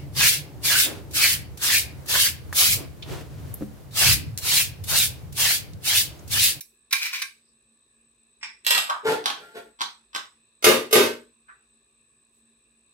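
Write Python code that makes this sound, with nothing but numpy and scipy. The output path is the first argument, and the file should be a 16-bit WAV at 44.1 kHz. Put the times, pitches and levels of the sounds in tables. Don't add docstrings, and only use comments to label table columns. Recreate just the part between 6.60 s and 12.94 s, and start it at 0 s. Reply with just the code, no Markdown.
import sys
import numpy as np
from scipy import signal
from scipy.fft import rfft, irfft, next_fast_len
from scipy.io import wavfile
from scipy.ndimage import uniform_filter1d, map_coordinates

SR = 44100
rng = np.random.default_rng(int(sys.argv[2]) if len(sys.argv) > 2 else 0)


def unload_wav(signal):
    wavfile.write(
        sys.argv[1],
        SR,
        np.round(np.clip(np.atleast_2d(signal).T, -1, 1) * 32767).astype(np.int16),
    )


N = 279402

# frequency_hz, correlation
MIC_COHERENCE = [(100, 1), (260, 0.98), (480, 0.62), (800, 0.17), (1200, 0.019), (10000, 0.082)]
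# pitch_hz, level_db, t60_s
PAN_MODES = [(1090, -11, .2), (1600, -4, .17), (2090, -4, .15), (2340, 0, .18), (2540, -2, .15),
             (3650, -7, .14), (3900, -3, .16), (5350, -7, .16), (6050, -9, .16)]


def amp(db):
    return 10 ** (np.asarray(db) / 20)


def unit(x):
    return x / np.sqrt(np.mean(x ** 2) + 1e-20)


def along(points, hz):
    frequencies, values = np.transpose(points)
    return np.interp(np.log(hz + 1), np.log(frequencies + 1), values)


def wobble(size, rate_hz):
    knots = rng.standard_normal(int(size * rate_hz / SR) + 4)
    return map_coordinates(knots, [np.arange(size) * rate_hz / SR])


def filtered(x, response):
    size = next_fast_len(x.shape[-1] + 4096)
    return irfft(rfft(x, size) * response(np.fft.rfftfreq(size, 1 / SR)), size)[..., :x.shape[-1]]


def band(x, centre_hz, width_hz):
    return unit(filtered(x, lambda hz: np.exp(-((hz - centre_hz) / width_hz) ** 2)))


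def coloured(x, points, size=2048):
    cepstrum = irfft(np.log(amp(along(points, np.fft.rfftfreq(size, 1 / SR)))))
    cepstrum[1:size // 2] *= 2
    cepstrum[size // 2 + 1:] = 0
    impulse = irfft(np.exp(rfft(cepstrum)))
    return signal.fftconvolve(x, impulse[None], axes=1)[:, :x.shape[1]]


def tilted(x, tilt_db):
    y = coloured(x, [(hz, tilt_db * np.log2(hz / 1000)) for hz in (200, 16000)])
    return y / np.sqrt(np.mean(y[:, :SR // 25] ** 2))


def spread(hz):
    return np.arccos(np.clip(along(MIC_COHERENCE, hz), -1, 1)) / 2


def diffuse(size):
    noise = rng.standard_normal((2, size))
    mid, side = filtered(noise, lambda hz: np.array([np.cos(spread(hz)), np.sin(spread(hz))]))
    return np.array([mid + side, mid - side])


def in_kitchen(x, room_db, lag_ms):
    # frequency_hz, t60_s
    decay_times = [(150, 0.41), (400, 0.34), (1000, 0.34), (3000, 0.34), (7000, 0.33), (14000, 0.31)]
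    hz, t, spectra = signal.stft(diffuse(SR // 2), SR, nperseg=256)
    build_up = 1 - np.exp(-t / 0.002)
    decay = amp(-60 * t / along(decay_times, hz)[:, None])
    tail = signal.istft(spectra * build_up * decay, SR, nperseg=256)[1]
    walls = signal.fftconvolve(x[None], tail / np.linalg.norm(tail[0]), axes=1)[:, :len(x)]
    direct = filtered(x, lambda hz: np.exp(np.pi * 1j * hz * lag_ms / 1000 * np.array([[-1], [1]])))
    return direct + amp(room_db) * walls


def ringing(modes, t):
    hz, db, t60 = np.transpose(modes)[:, :, None]
    t60 = np.minimum(t60, along([(240, .6), (500, .36), (3000, .34)], hz))
    fading = amp(db + rng.normal(0, 1.8, db.shape) - 60 * t / t60)
    phase = 2 * np.pi * (hz * t + rng.random(db.shape))
    apart = spread(hz) * rng.choice([-1, 1], db.shape)
    return np.array([np.sum(fading * np.sin(phase + side * apart), axis=0) for side in (-1, 1)])


def blows(contacts, colour, modes, rise_s, chatter_s, ring_db, room_db, lag_ms):
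    out, t = np.zeros((2, N + SR)), np.arange(SR * 9 // 20) / SR
    onset = (1 - np.exp(-t / rise_s)) ** 2
    for start_s, db, tilt_db in contacts:
        impacts = rng.standard_normal((1, len(t))) * onset * amp(-60 * t / chatter_s)
        crack = unit(in_kitchen(coloured(impacts, colour)[0], room_db, lag_ms))
        ring = amp(ring_db) * unit(onset * ringing(modes, t))
        out[:, round(start_s * SR):][:, :len(t)] += amp(db) * tilted(crack + ring, tilt_db)
    return out[:, :N]


def friction(size, slips_per_s, colour, modes, ring_db):
    slips = (rng.random((1, size)) < slips_per_s / SR) * rng.standard_normal((1, size))
    ring = signal.fftconvolve(slips[0], ringing(modes, np.arange(size) / SR)[0])[:size]
    return unit(coloured(slips, colour)[0]) + amp(ring_db) * unit(ring)


def whine():
    # pitch_hz, level_db
    tones = [(7931, -7), (7987, -6), (8037, 0), (8096, 0), (8150, -6)]
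    t = np.arange(N) / SR
    cluster = sum(amp(db) * np.sin(2 * np.pi * (hz * t + rng.random((2, 1)))) for hz, db in tones)
    return amp(-65) * unit(cluster) + amp(-67) * band(diffuse(N), centre_hz=8030, width_hz=220)


def room_tone(waver_db=1.7, drone_hz=229.5):
    # frequency_hz, level_db
    air_colour = [(20, -44.5), (36, -20.5), (52, -8), (85, -17.5), (130, -9), (180, -18), (280, -15),
                  (400, -9.5), (600, -18.5), (900, -23.5), (5000, -25.5), (9000, -26), (12000, -34),
                  (16000, -44)]
    # centre_hz, width_hz, level_db
    hum_bands = [(52, 7.3, -78), (226, 4.7, -77), (1115.7, 160, -76), (1720, 130, -77), (2560, 220, -71),
                 (3850, 410, -71)]
    air = amp(-68) * unit(filtered(diffuse(N), lambda hz: amp(along(air_colour, hz))))
    noise = diffuse(N)
    hum = sum(amp(db + waver_db * wobble(N, 9.2)) * band(noise, hz, width) for hz, width, db in hum_bands)
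    drone = amp(-74) * unit(np.sin(2 * np.pi * drone_hz * np.arange(N) / SR))
    return air + hum + drone + whine()


def rustles(swell_s=.045):
    # peak_s, level_db, centre_hz, width_hz
    brushes = [(.89, -67.5, 4850, 900), (5.77, -69, 9040, 5990)]
    out, t = np.zeros((2, N)), np.arange(N) / SR
    for peak_s, db, centre_hz, width_hz in brushes:
        out += amp(db) * np.exp(-((t - peak_s) / swell_s) ** 2) * band(diffuse(N), centre_hz, width_hz)
    return out


def nudges():
    # start_s, level_db, tilt_db_per_octave, pitch_hz
    contacts = [(2.2892, -25, 0, 1129), (4.88, -47.5, -1, 1523)]
    # pitch_ratio, level_db
    relative_colour = [(.05, -55), (.25, -36), (.5, -17), (.8, -2), (1, 2), (1.3, -5), (1.8, -20),
                       (3.5, -34), (10, -54)]
    # pitch_ratio, level_db, t60_s
    relative_modes = [(0.819, -7.5, .18), (0.998, 3, .16), (1.16, -13, .16)]
    out = np.zeros((2, N))
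    for start_s, db, tilt_db, hz in contacts:
        colour = [(ratio * hz, level) for ratio, level in relative_colour]
        modes = [(ratio * hz, level, t60) for ratio, level, t60 in relative_modes]
        out += blows([(start_s, db, tilt_db)], colour, modes,
                     rise_s=0.01, chatter_s=.08, ring_db=-7.5, room_db=1.5, lag_ms=0.36)
    return out


def slides(rise_s=.01, sag_db_per_s=49, stop_s=0.087):
    # start_s, length_s, level_db, tilt_db_per_octave
    pushes = [(2.442, 0.094, -24.5, 0.5), (2.764, 0.42, -49.5, 2), (2.941, 0.044, -37, 1.5)]
    # frequency_hz, level_db
    colour = [(35, -22.5), (80, -23), (170, -13), (300, -11.5), (460, -5), (600, -10.5), (1050, -19),
              (1800, -15), (2400, -23.5), (3700, -23), (6000, -34), (9000, -33.5), (13000, -37),
              (16000, -46)]
    # pitch_hz, level_db, t60_s
    modes = [(449.7, -3, 0.26), (708, -7, .25), (871, -5, 0.75), (1063, -22.5, 0.043), (1090, -19.5, .25),
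             (1390, -4, 0.12), (1722, -27.5, 0.33)]
    out, t = np.zeros(N), np.arange(SR // 3) / SR
    for start_s, length_s, db, tilt_db in pushes:
        stopping_db = 60 * np.maximum(t - length_s, 0) / stop_s
        push = (1 - np.exp(-t / rise_s)) ** 2 * amp(db - sag_db_per_s * t - stopping_db)
        rub = friction(len(t), slips_per_s=3300, colour=colour, modes=modes, ring_db=-1.5)
        out[round(start_s * SR):][:len(t)] += push * tilted(rub[None], tilt_db)[0]
    return in_kitchen(out, room_db=1.5, lag_ms=0.16)


def clacks():
    # start_s, level_db, tilt_db_per_octave
    contacts = [(2.298, -32, 1.5), (2.6575, -23, 1.8), (2.6798, -32.5, 0.1), (2.6994, -31, -0.5),
                (3.2065, -31, 0), (3.2148, -27, 1), (3.5481, -31.5, .5), (3.56, -31, 1.5)]
    # frequency_hz, level_db
    colour = [(59, -62.5), (100, -38), (335, -21.5), (492, -26), (836, -10.5), (1150, -12.5), (1580, -12),
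              (2040, -21), (3320, -14), (5000, -21), (7140, -28), (13200, -39.5), (16000, -43)]
    # pitch_hz, level_db, t60_s
    modes = [(815, -4, .25), (1000, -4, .25), (1110, 2, .25), (1270, -3, .25), (1552, -3, .22),
             (3015, -6, .22), (3200, -2, .28), (3531, -7, .26), (3941, -7, .22), (4183, -7, .2),
             (4527, -9, .22), (4780, -9, .26)]
    return blows(contacts, colour, modes,
                 rise_s=0.00066, chatter_s=0.027, ring_db=-5.5, room_db=-1, lag_ms=0.363)


def booms():
    # start_s, level_db, pitch_hz, swell_s
    notes = [(2.447, -16.5, 437.6, 0.022), (2.941, -39.5, 447, 0.016), (4.067, -8, 460, 0.0037),
             (4.328, -13, 434, 0.01), (4.376, -12, 453, 0.0049), (4.402, -12.5, 408, 0.0082)]
    out, t = np.zeros(N), np.arange(SR // 4) / SR
    for start_s, db, hz, swell_s in notes:
        swell = (t / swell_s * np.exp(1 - t / swell_s)) ** 2
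        out[round(start_s * SR):][:len(t)] += amp(db) * swell * np.sin(2 * np.pi * hz * t)
    return amp(-0.5) * in_kitchen(out, room_db=-7, lag_ms=0.2)


def pot(rocks=5, edge_tilt_db=2.3, dulling_db=0.07):
    # start_s, level_db, rock_gap_s, loss_per_rock_db
    landings = [(4.0412, -13.5, .023, 4.5), (4.3264, -14.5, .026, 4)]
    # frequency_hz, level_db
    colour = [(35, -38), (78, -35), (105, -22), (170, -23), (300, -13), (450, -3.5), (700, -22),
              (1150, -15), (1400, -19), (2200, -17.5), (4000, -21), (7000, -27.5), (12000, -27.5),
              (16000, -37)]
    # pitch_hz, level_db, t60_s
    modes = [(240, -7, .45), (359, 3, .33), (435, 2, .32), (532, 0, .3), (620, -3, .35), (709, -6, .3),
             (829, -4, .27), (1209, -4, .32), (1543, -6.5, .36), (2131, -3, .28), (2582, -4, .3),
             (2849, -6, .3), (2873, -2, .3), (3682, -1.5, .27), (5076, -11, .23), (6130, -5, .18),
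             (11262, -6, .21), (13581, -7, .2)]
    contacts = []
    for start_s, db, gap_s, loss_db in landings:
        contacts.append((start_s, db, edge_tilt_db))
        contacts += [(start_s + (k + 1) * gap_s, db - loss_db * k, -dulling_db * k) for k in range(rocks)]
    return blows(contacts, colour, modes,
                 rise_s=0.0015, chatter_s=0.045, ring_db=-2, room_db=6.5, lag_ms=.4)


def touch():
    # start_s, level_db, tilt_db_per_octave
    contacts = [(1.8285, -33.5, 1.5)]
    # frequency_hz, level_db
    colour = [(60, -47.5), (700, -27.5), (950, -4.5), (1300, -15.5), (1900, -4), (2500, -2), (3100, -13.5),
              (3700, -11), (4400, -20), (5400, -5.5), (6200, -27), (7800, -18), (10000, -36.5),
              (16000, -54.5)]
    # pitch_hz, level_db, t60_s
    modes = [(960, -14, .25), (1900, -6, .26), (2390, 0, .28), (2770, -1, .28), (3680, -7, .26),
             (5350, -9, .24), (5620, -7, .22)]
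    return blows(contacts, colour, modes,
                 rise_s=0.00057, chatter_s=0.087, ring_db=-12, room_db=2.5, lag_ms=0.11)


def clinks():
    # start_s, level_db, tilt_db_per_octave
    contacts = [(2.0655, -20, 0), (2.1066, -17.5, -1.3), (2.127, -27, -1.5), (2.1485, -22.5, -3),
                (2.178, -21.5, -2)]
    # frequency_hz, level_db
    colour = [(60, -36.5), (300, -37), (600, -21.5), (950, -10.5), (1400, -9), (2000, -14), (2700, -7),
              (3600, -4), (5300, -7), (6600, -16.5), (8000, -6.5), (9500, -16), (12000, -9.5),
              (16000, -26.5)]
    # pitch_hz, level_db, t60_s
    modes = [(960, -10, .25), (1650, -11, .3), (1910, -1, .3), (2380, -8, .3), (2735, 2, .3),
             (3270, 0, .15), (3429, 0, .25), (4140, 0, .27), (5206, -3, .3), (6428, -9, .25),
             (9561, -15, .28), (11980, -6, .21)]
    return blows(contacts, colour, modes,
                 rise_s=0.00019, chatter_s=0.026, ring_db=-4, room_db=3, lag_ms=.33)


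def spoon_taps():
    # start_s, level_db, tilt_db_per_octave
    contacts = [(0.006, -38, 7.5), (0.3252, -20.5, 1), (0.3318, -29, -3.5), (0.617, -28.5, -1)]
    # frequency_hz, level_db
    colour = [(60, -54), (300, -34), (650, -31.5), (1050, -13), (1600, -4.5), (2350, -0.5), (3200, -8),
              (3900, 0), (5400, -5), (7200, -9), (11000, -8), (16000, -17.5)]
    taps = blows(contacts, colour, PAN_MODES,
                 rise_s=0.0021, chatter_s=0.041, ring_db=-4, room_db=-6.5, lag_ms=-0.057)
    return taps * amp([[-.4], [.4]])


def spoon_scrapes(rasp_db=-2, squeak_db=-4.5, grip_flutter_db=2.5):
    # time_s, level_db, pitch_hz
    strokes = [
        [(0.34, -24.5, 2330), (0.346, -53, 2330), (0.354, -26.5, 2355), (0.384, -39, 2403), (0.432, -26, 2350),
         (0.436, -33, 2380), (0.466, -30, 2360), (0.49, -58, 2210)],
        [(0.515, -72, 2209), (0.535, -30, 2400), (0.557, -30.5, 2347), (0.573, -40, 2370), (0.612, -40, 2386)],
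    ]
    # pitch_ratio, level_db
    partials = [(1.002, 4.5), (1.679, -10.5), (2.549, -17)]
    # frequency_hz, level_db
    colour = [(60, -67.5), (600, -36), (1050, -19), (1600, -12.5), (2350, -5), (3200, -10.5), (3900, -11),
              (5400, -9.5), (7200, -17.5), (11000, -21), (16000, -19.5)]
    out = np.zeros(N)
    for stroke in strokes:
        times, db, hz = np.transpose(stroke)
        t = np.arange(times[0], times[-1], 1 / SR)
        pitch = np.interp(t, times, hz) * (1 + .03 * wobble(len(t), 160))
        phase = 2 * np.pi * np.cumsum(pitch) / SR
        squeak = sum(amp(level) * np.sin(ratio * phase) for ratio, level in partials)
        grip = amp(grip_flutter_db * wobble(len(t), 150))
        rasp = grip * friction(len(t), slips_per_s=2000, colour=colour, modes=PAN_MODES, ring_db=-10.5)
        scrape = amp(rasp_db) * rasp + amp(squeak_db) * squeak
        out[round(times[0] * SR):][:len(t)] += amp(np.interp(t, times, db)) * scrape
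    return in_kitchen(out, room_db=-0.5, lag_ms=-0.095) * amp([[1.1], [-1.1]])


def pre_echo(x, level_db=-20, lead_s=.0175):
    ahead = filtered(x, lambda hz: np.exp(2j * np.pi * hz * lead_s))
    return x + amp(level_db) * ahead


def scene(bass_corner_hz=60):
    # frequency_hz, left_minus_right_db
    lean = [(60, 5), (250, -4), (550, 5), (1100, -0.55), (2200, -0.6), (4500, -3), (13000, -2.5)]
    contacts = spoon_taps() + spoon_scrapes() + touch() + clinks()
    contacts += clacks() + nudges() + slides() + pot() + booms()
    work = pre_echo(contacts) + rustles()
    radiated = lambda hz: hz ** 2 / (hz ** 2 + bass_corner_hz ** 2)
    balance = lambda hz: amp(along(lean, hz) * np.array([[.5], [-.5]]))
    return filtered(work, lambda hz: radiated(hz) * balance(hz)) + room_tone()


def noise_suppressor(x, threshold_db=-70, depth_db=-6):
    spectra = signal.stft(x, nperseg=512)[2]
    power = np.mean(np.abs(spectra) ** 2, axis=0)
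    smoothed = np.abs(uniform_filter1d(power, size=3, axis=1))
    quiet = 1 / (1 + smoothed / amp(threshold_db) ** 2)
    return signal.istft(spectra * amp(depth_db * quiet), nperseg=512)[1][:, :N]


def record(dry):
    top_hz, edge_hz = 16000, 400
    clipped = np.clip(noise_suppressor(dry), -1, 1)
    return filtered(clipped, lambda hz: np.clip((top_hz - hz) / edge_hz + .5, 0, 1))


dry = scene()
out = record(dry)
unload_wav(out)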